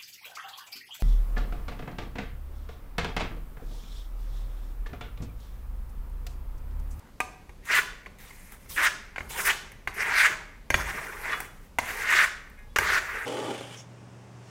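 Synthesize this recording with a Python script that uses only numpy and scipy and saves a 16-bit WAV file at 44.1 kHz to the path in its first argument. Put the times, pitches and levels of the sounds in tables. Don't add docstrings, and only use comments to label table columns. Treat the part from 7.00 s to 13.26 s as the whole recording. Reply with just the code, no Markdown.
import sys
import numpy as np
from scipy import signal
from scipy.io import wavfile

SR = 44100
rng = np.random.default_rng(int(sys.argv[2]) if len(sys.argv) > 2 else 0)


def gain_from_db(level_db):
    decades = np.asarray(level_db, float) / 20
    return 10 ** decades


def master(y):
    cut = np.clip(np.atleast_2d(y).T, -1, 1)
    pcm = np.round(cut * 32767)
    wavfile.write(sys.argv[1], SR, pcm.astype(np.int16))


N = 275889

# (time [s], peak [dB], knock [Hz], crack [dB], thud [dB])
KNOCK_EVENTS = [(0.203, -15, 2400, -13.5, -30), (0.493, -37.5, 970, -20, -4), (1.06, -30.5, 2200, -28, -22),
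                (1.066, -36.5, 1070, -24, -25), (1.306, -38.5, 960, -19, -17),
                (1.521, -41.5, 1260, -3, -18), (1.658, -47, 1510, -20, -8.5), (1.7, -46.5, 1950, -1, 3),
                (2.16, -23.5, 2030, -39, -36), (2.181, -20.5, 1870, -29, -27),
                (2.206, -24, 1670, -29, -12.5), (2.306, -32, 2200, -30, -27),
                (2.718, -38.5, 2130, -11, -28.5), (2.874, -14, 1940, -25, -24), (3.703, -10, 966, -16, -20),
                (3.742, -3.5, 2130, -20.5, -20), (4.403, -24.5, 735, -8.5, -29),
                (4.786, -9, 1260, -16, -26), (5.499, -53, 2110, -2.5, -16), (5.59, -48, 1680, -12, -24),
                (5.761, -10, 1450, -55, -35), (5.786, -7.5, 1500, -13.5, -22.5)]
# (frequency [Hz], level [dB], t60 [s])
FREE_BLADE_MODES = [(470, -8, .3), (745, 0, .3), (942, -4, .3), (1045, -8, .25), (1215, 0, .3),
                    (1545, -8, .25), (1675, 0, .4), (1870, -6, .3), (2100, -2, .35), (2200, -4, .45),
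                    (2350, -5, .3), (2495, 0, .4), (2920, 0, .3), (3415, -2, .4), (3820, -3, .2),
                    (4110, -6, .15), (5200, -6, .15), (6300, -6, .12)]
# (frequency [Hz], level [dB], t60 [s])
BOARD_MODES = [(52.3, -6.5, .3), (65, -1.5, 0.204), (80.2, 2, 0.13), (137.4, -4.5, 0.23), (236, -4, .08),
               (358, -1, 0.13), (700, -19, 0.044)]
# (begin [s], extra hiss of a drier board [dB], blade resonance shift [Hz])
STROKE_STARTS = [
    (-.1, 0.1, 1),
    (.6, 0, 0),
    (1.184, -1, 50),
    (1.762, -1, 3),
    (2.285, 2, 28),
    (2.875, -1, 60),
    (3.705, -1, 5.5),
    (4.788, -1, 32),
    (5.76, 1, -120),
]


def at_hz(points, hz, column=1):
    points = np.array(points)
    return np.interp(np.log(hz), np.log(points[:, 0]), points[:, column])


def rms_one(x):
    return x / np.sqrt(np.mean(x ** 2) + 1e-20)


def drift(rate_hz):
    r = np.exp(-2 * np.pi * rate_hz / SR)
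    wander = signal.lfilter([1], [1, -2 * r, r * r], rng.standard_normal(N + SR))
    return rms_one(wander[SR:])


def ring(clicks, hz, t60):
    r = gain_from_db(-60 / (t60 * SR))
    w = 2 * np.pi * hz / SR
    return signal.lfilter([0, np.sin(w)], [1, -2 * r * np.cos(w), r * r], clicks + 1e-18)


def bands(x, low_hz, high_hz):
    edges = np.geomspace(low_hz, high_hz, int(3 * np.log2(high_hz / low_hz)) + 1)
    for k, (low, high) in enumerate(zip(edges, edges[1:])):
        slicer = signal.butter(2, [low, high], "band", fs=SR, output="sos")
        yield np.sqrt(low * high), signal.sosfilt(slicer, x[k % 2])


def coloured(x, spectrum, patchy_db):
    total = 0
    for hz, band in bands(x, spectrum[0][0], spectrum[-1][0]):
        total = total + gain_from_db(at_hz(spectrum, hz) + patchy_db * drift(18)) * band
    return rms_one(total)


def still_air():
    # (frequency [Hz], level [dB per Hz])
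    rumble = [(14, -18), (24, 7), (49, 0.5), (101, -10.5), (209, -11), (350, -23.5), (459, -16.5),
              (653, -27), (747, -22), (2090, -33.5), (3140, -35), (13500, -43), (15500, -39)]
    return gain_from_db(-49) * coloured(rng.standard_normal((2, N)), rumble, patchy_db=0.5)


def held(s, length_s, level_db, rise_db_per_s):
    lift_db_per_s, silence_db = 705, -120.0
    t = np.arange(0, N + 32, 32) / SR
    out = silence_db
    for start, length, top, rise in np.broadcast(s, length_s, level_db, rise_db_per_s):
        rising_db = rise * np.maximum(start - t, 0)
        lifting_db = lift_db_per_s * np.maximum(t - start - length, 0)
        stroke_begin = max(row[0] for row in STROKE_STARTS if row[0] <= start + .006)
        touch = np.where(t >= stroke_begin, top - rising_db - lifting_db, silence_db)
        out = np.maximum(out, touch)
    return np.interp(np.arange(N) / SR, t, out)


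def lingering(level_db, under_db, dying_db_per_s):
    slope = dying_db_per_s * np.arange(N) / SR
    tail = np.maximum.accumulate(level_db + under_db + slope) - slope
    return np.maximum(level_db, tail)


def hand():
    # (time [s], length [s], edge hiss [dB], blade [dB], board [dB])
    glides = [(-0.05, 0.14, -81, -67.5, -59), (0.655, 0.049, -51.5, -55, -56), (0.75, 0.042, -36, -30, -50),
              (1.187, 0.38, -60.5, -59, -80), (1.204, 0.11, -55.5, -54.5, -57.5),
              (1.516, 0.03, -56, -63, -58), (1.6, 0.1, -65, -62.5, -74), (1.697, 0.12, -45, -58, -52.5),
              (1.833, 0.02, -35.5, -30, -50), (2.19, 0.2, -64, -67, -50), (2.299, 0.19, -42.5, -51, -48),
              (2.374, 0.043, -38, -45, -45), (2.455, 0.02, -31, -32, -48), (2.879, 0.024, -61, -53, -42.5),
              (2.944, 0.24, -52, -46, -60), (3.706, .03, -75, -43, -60), (3.745, 0.33, -51, -40.5, -41.5),
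              (4.034, 0.39, -53.5, -45.5, -44.5), (4.36, 0.1, -55.5, -51, -51),
              (4.437, 0.23, -67.5, -67, -70.5), (4.83, .06, -49.5, -40, -59),
              (4.874, 0.16, -47, -39.5, -42.5), (5.786, .14, -45.5, -30, -38.5),
              (6.0, 0.25, -55, -35.5, -47)]
    # (time [s], length [s], blade [dB], rise [dB per s], board [dB])
    presses = [(0.717, 0.073, -20.5, 494, -37), (1.22, 0.039, -54, 202, -64),
               (1.779, 0.051, -22, 1200, -38), (1.848, 0.023, -19, 168, -55), (2.39, .015, -33, 273, -34.5),
               (2.477, 0.029, -19.5, 597, -35.5), (3.007, 0.021, -28, 320, -38),
               (3.07, 0.08, -29, 123, -40.5), (3.185, 0.081, -18.5, 150, -51),
               (3.267, 0.064, -33.5, 300, -39), (3.805, 0.017, -33.5, 188, -35.5),
               (3.891, 0.016, -33, 170, -37), (3.96, 0.04, -36, 170, -40), (4.246, 0.064, -36, 250, -40),
               (4.314, 0.028, -30.5, 129, -36), (4.894, 0.014, -31.5, 167.5, -61),
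               (5.064, 0.033, -28.5, 73, -41), (5.115, .13, -20, 164, -42), (5.76, 0.0045, -20, 3000, -53),
               (5.926, 0.059, -23.5, 101, -37), (6.163, 0.024, -39.5, 58, -42)]
    glide_rise_db_per_s = 1500

    s, length_s, glide_db, blade_db, board_db = np.transpose(glides)
    glide = held(s, length_s, glide_db, glide_rise_db_per_s)
    blade = held(s, length_s, blade_db, glide_rise_db_per_s)
    board = held(s, length_s, board_db, glide_rise_db_per_s)

    s, length_s, press_db, rise, board_db = np.transpose(presses)
    press = held(s, length_s, press_db, rise)
    board = np.maximum(board, held(s, length_s, board_db, rise))

    s, peak_db = np.transpose(KNOCK_EVENTS)[:2]
    landed = held(s + 0.0072, 0.0051, peak_db - 32.5, 9000.0)

    begins, dry_db, shift_hz = np.transpose(STROKE_STARTS)
    stroke = np.searchsorted(begins, np.arange(N) / SR) - 1
    pressed_hiss = press - 12.5 + dry_db[stroke]
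    glide_hiss = glide - 4 + 0.09 * (glide + 45)
    hiss = np.maximum.reduce([pressed_hiss, glide_hiss, landed])
    airy = np.maximum(glide, press - 21)

    blade = lingering(np.maximum(blade, press), under_db=-28, dying_db_per_s=61)
    light_hz, sag_hz_per_db = 1914, 7
    blade_hz = light_hz + shift_hz[stroke] - sag_hz_per_db * (blade + 55)
    hiss = lingering(hiss, under_db=-8.5, dying_db_per_s=135)
    board = lingering(board, under_db=-5, dying_db_per_s=130)
    return blade, blade_hz, hiss, airy, board


def grit(per_s, spread_db, clump_db):
    sizes = gain_from_db(spread_db * np.minimum(rng.exponential(size=N), 4)) * rng.choice([-1, 1], N)
    struck = rng.random(N) < per_s / SR
    return rms_one(sizes * struck * gain_from_db(clump_db * drift(28)))


def moving_resonance(x, hz, width_hz):
    out, step = x.copy(), 256
    r = np.exp(-np.pi * width_hz / SR)
    for _ in range(2):
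        state = np.zeros(2)
        for i in range(0, N, step):
            poles = [1, -2 * r * np.cos(2 * np.pi * hz[i] / SR), r * r]
            out[i:i + step], state = signal.lfilter([1, 0, -1], poles, out[i:i + step], zi=state)
    return rms_one(out)


def scrape():
    # (frequency [Hz], level [dB per Hz])
    hiss_spectrum = [(1940, 2), (3300, 14), (3470, 9.5), (4700, 5.5), (6380, 5.5), (7060, -1), (7550, -2),
                     (9000, -10.5), (11700, -49), (19800, -120)]
    # (frequency [Hz], level [dB per Hz])
    airy_spectrum = [(5000, -17.5), (6300, -3), (7600, -5), (9000, -1.5), (11500, -1.5), (14000, -1.5),
                     (15900, -11), (16200, -10)]
    # (frequency [Hz], level [dB per Hz])
    board_spectrum = [(88, -36), (150, -8), (190, -17.5), (312, -16.5), (391, -2), (600, -14.5), (820, -3),
                      (1200, -8), (1560, 0), (2640, -120)]

    blade_db, blade_hz, hiss_db, airy_db, board_db = hand()
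    grains = grit(6000, spread_db=3.0, clump_db=1.5)
    blade = moving_resonance(grains, blade_hz, width_hz=1097)
    blade = signal.sosfilt(signal.butter(6, 2700, fs=SR, output="sos"), blade)
    streaks = 0
    for hz, mode_db, t60 in FREE_BLADE_MODES:
        streaks = streaks + gain_from_db(mode_db / 2 + 2.4 * drift(13.0)) * ring(blade, hz, 0.33 * t60)
    driven = gain_from_db(blade_db) * (blade + gain_from_db(-16) * rms_one(streaks))

    smooth = grit(20000, spread_db=1.5, clump_db=0.2)
    rough = grit(20000, spread_db=4.5, clump_db=1.5)
    hiss = gain_from_db(hiss_db) * coloured([smooth, rough], hiss_spectrum, patchy_db=3.25)
    airy = gain_from_db(airy_db) * coloured([smooth, rough], airy_spectrum, patchy_db=-2.85)

    board = gain_from_db(board_db) * coloured([grains, smooth], board_spectrum, patchy_db=4.5)
    rub = gain_from_db(board_db) * rough
    boom = sum(gain_from_db(-53.0 + level_db) * ring(rub, hz, t60) for hz, level_db, t60 in BOARD_MODES)
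    return driven + hiss + airy + board + boom


def rings():
    # (time [s], level [dB], favoured [Hz], width [octaves], share of the free decay [ratio])
    touches = [
        (0.2022, -27.5, 770, 0.56, 0.32),
        (0.2044, -26.5, 1210, 0.092, 0.34),
        (.2025, -19, 2270, 0.2, 0.1),
        (.73, -30, 3400, .1, 0.33),
        (3.29, -58, 1710, .4, 1.),
        (4.32, -30.5, 3380, 0.7, .3),
        (4.336, -35.5, 1273, 1, 0.55),
        (4.455, -56.5, 2750, 0.46, 0.9),
        (5.571, -49.5, 1900, 0.32, 0.89),
        (5.69, -53, 3750, 0.14, .4),
    ]
    tap_s, brush_s = .0015, .018
    out, t = np.zeros(N + SR), np.arange(SR // 2) / SR
    for s, level_db, around_hz, octaves, share in touches:
        at_landing = min(abs(s - row[0]) for row in KNOCK_EVENTS) < .005
        swell = np.minimum(t / (tap_s if at_landing else brush_s), 1)
        at = round(s * SR)
        for (hz, mode_db, t60), turn in zip(FREE_BLADE_MODES, rng.random(len(FREE_BLADE_MODES))):
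            away_db = -6 * (np.log2(hz / around_hz) / octaves) ** 2
            decay = gain_from_db(-60 * t / (min(share, 1) * t60))
            mode = swell * decay * np.sin(2 * np.pi * (hz * t + turn))
            out[at:at + len(t)] += gain_from_db(level_db + mode_db + away_db) * mode
    return out[:N]


def knocks():
    # (frequency [Hz], level [dB], t60 [s])
    pressed_modes = [(415, -26.5, 0.0073), (758, -63, 0.069), (1095, -27, 0.09), (1617, -13, 0.04),
                     (2076, 4, 0.0077), (2800, -19, 0.0083), (4430, -27.5, 0.063), (6520, -18, 0.008)]
    out, t, last = np.zeros(N + SR), np.arange(SR // 2) / SR, -1
    no_bass = signal.butter(2, 300, "high", fs=SR, output="sos")
    push = np.exp(-t / 0.00068) / (0.0011 * SR)
    for s, peak_db, knock_hz, crack_db, thud_db in KNOCK_EVENTS:
        chatter_ms = 2.6 if s - last < .05 else 3.5
        last = s
        chatter = rng.standard_normal(len(t)) * np.exp(-(600 * t / chatter_ms) ** 2)
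        chatter[0] += 2.5

        knock = ring(chatter, knock_hz, .011)
        knock += sum(gain_from_db(db) * ring(chatter, hz, t60) for hz, db, t60 in pressed_modes)
        knock = signal.sosfilt(no_bass, knock)
        knock = knock / np.abs(knock).max()

        low_hz = 3500 * 2 ** np.clip((crack_db + 14) / 5, 0, 1.2)
        crack_band = signal.butter(1, [low_hz, 2.5 * low_hz], "band", fs=SR, output="sos")
        crack = gain_from_db(crack_db + 4) * signal.sosfilt(crack_band, chatter)

        thud = sum(gain_from_db(thud_db + db) * ring(push, hz, t60) for hz, db, t60 in BOARD_MODES)
        at = round(s * SR)
        out[at:at + len(t)] += gain_from_db(peak_db) * (knock + crack + thud)
    return out[:N]


def workshop(x):
    # (frequency [Hz], level [dB], t60 [s])
    room = [(150, -2, 0.74), (670, -5, 0.65), (2000, -13.5, 0.63), (5830, -4, 0.49), (14500, -8.5, 0.28)]
    echo_s, echo_db = .0075, -14.5
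    t, tail = np.arange(SR) / SR, 0
    for hz, band in bands(rng.standard_normal((2, SR)), 40, 17000):
        t60 = at_hz(room, hz, column=2)
        height = gain_from_db(at_hz(room, hz)) * np.sqrt(6 * np.log(10) / (t60 * SR))
        tail = tail + height * band * gain_from_db(-60 * t / t60)
    tail = tail * (1 - np.exp(-t / 0.0073))
    tail[round(echo_s * SR)] += gain_from_db(echo_db)
    return signal.fftconvolve(x, tail)[:N]


def scene():
    trowel = scrape() + knocks() + rings()
    return (trowel + workshop(trowel) + still_air())[None]


def band_limit(x):
    return signal.sosfilt(signal.butter(12, 16660, fs=SR, output="sos"), x)


def record(dry):
    rounded = .6 * np.tanh(dry / .6)
    top_cut = signal.cheby2(12, 50, 16500, fs=SR, output="sos")
    return band_limit(signal.sosfilt(top_cut, rounded))


dry = scene()
out = record(dry)
master(out)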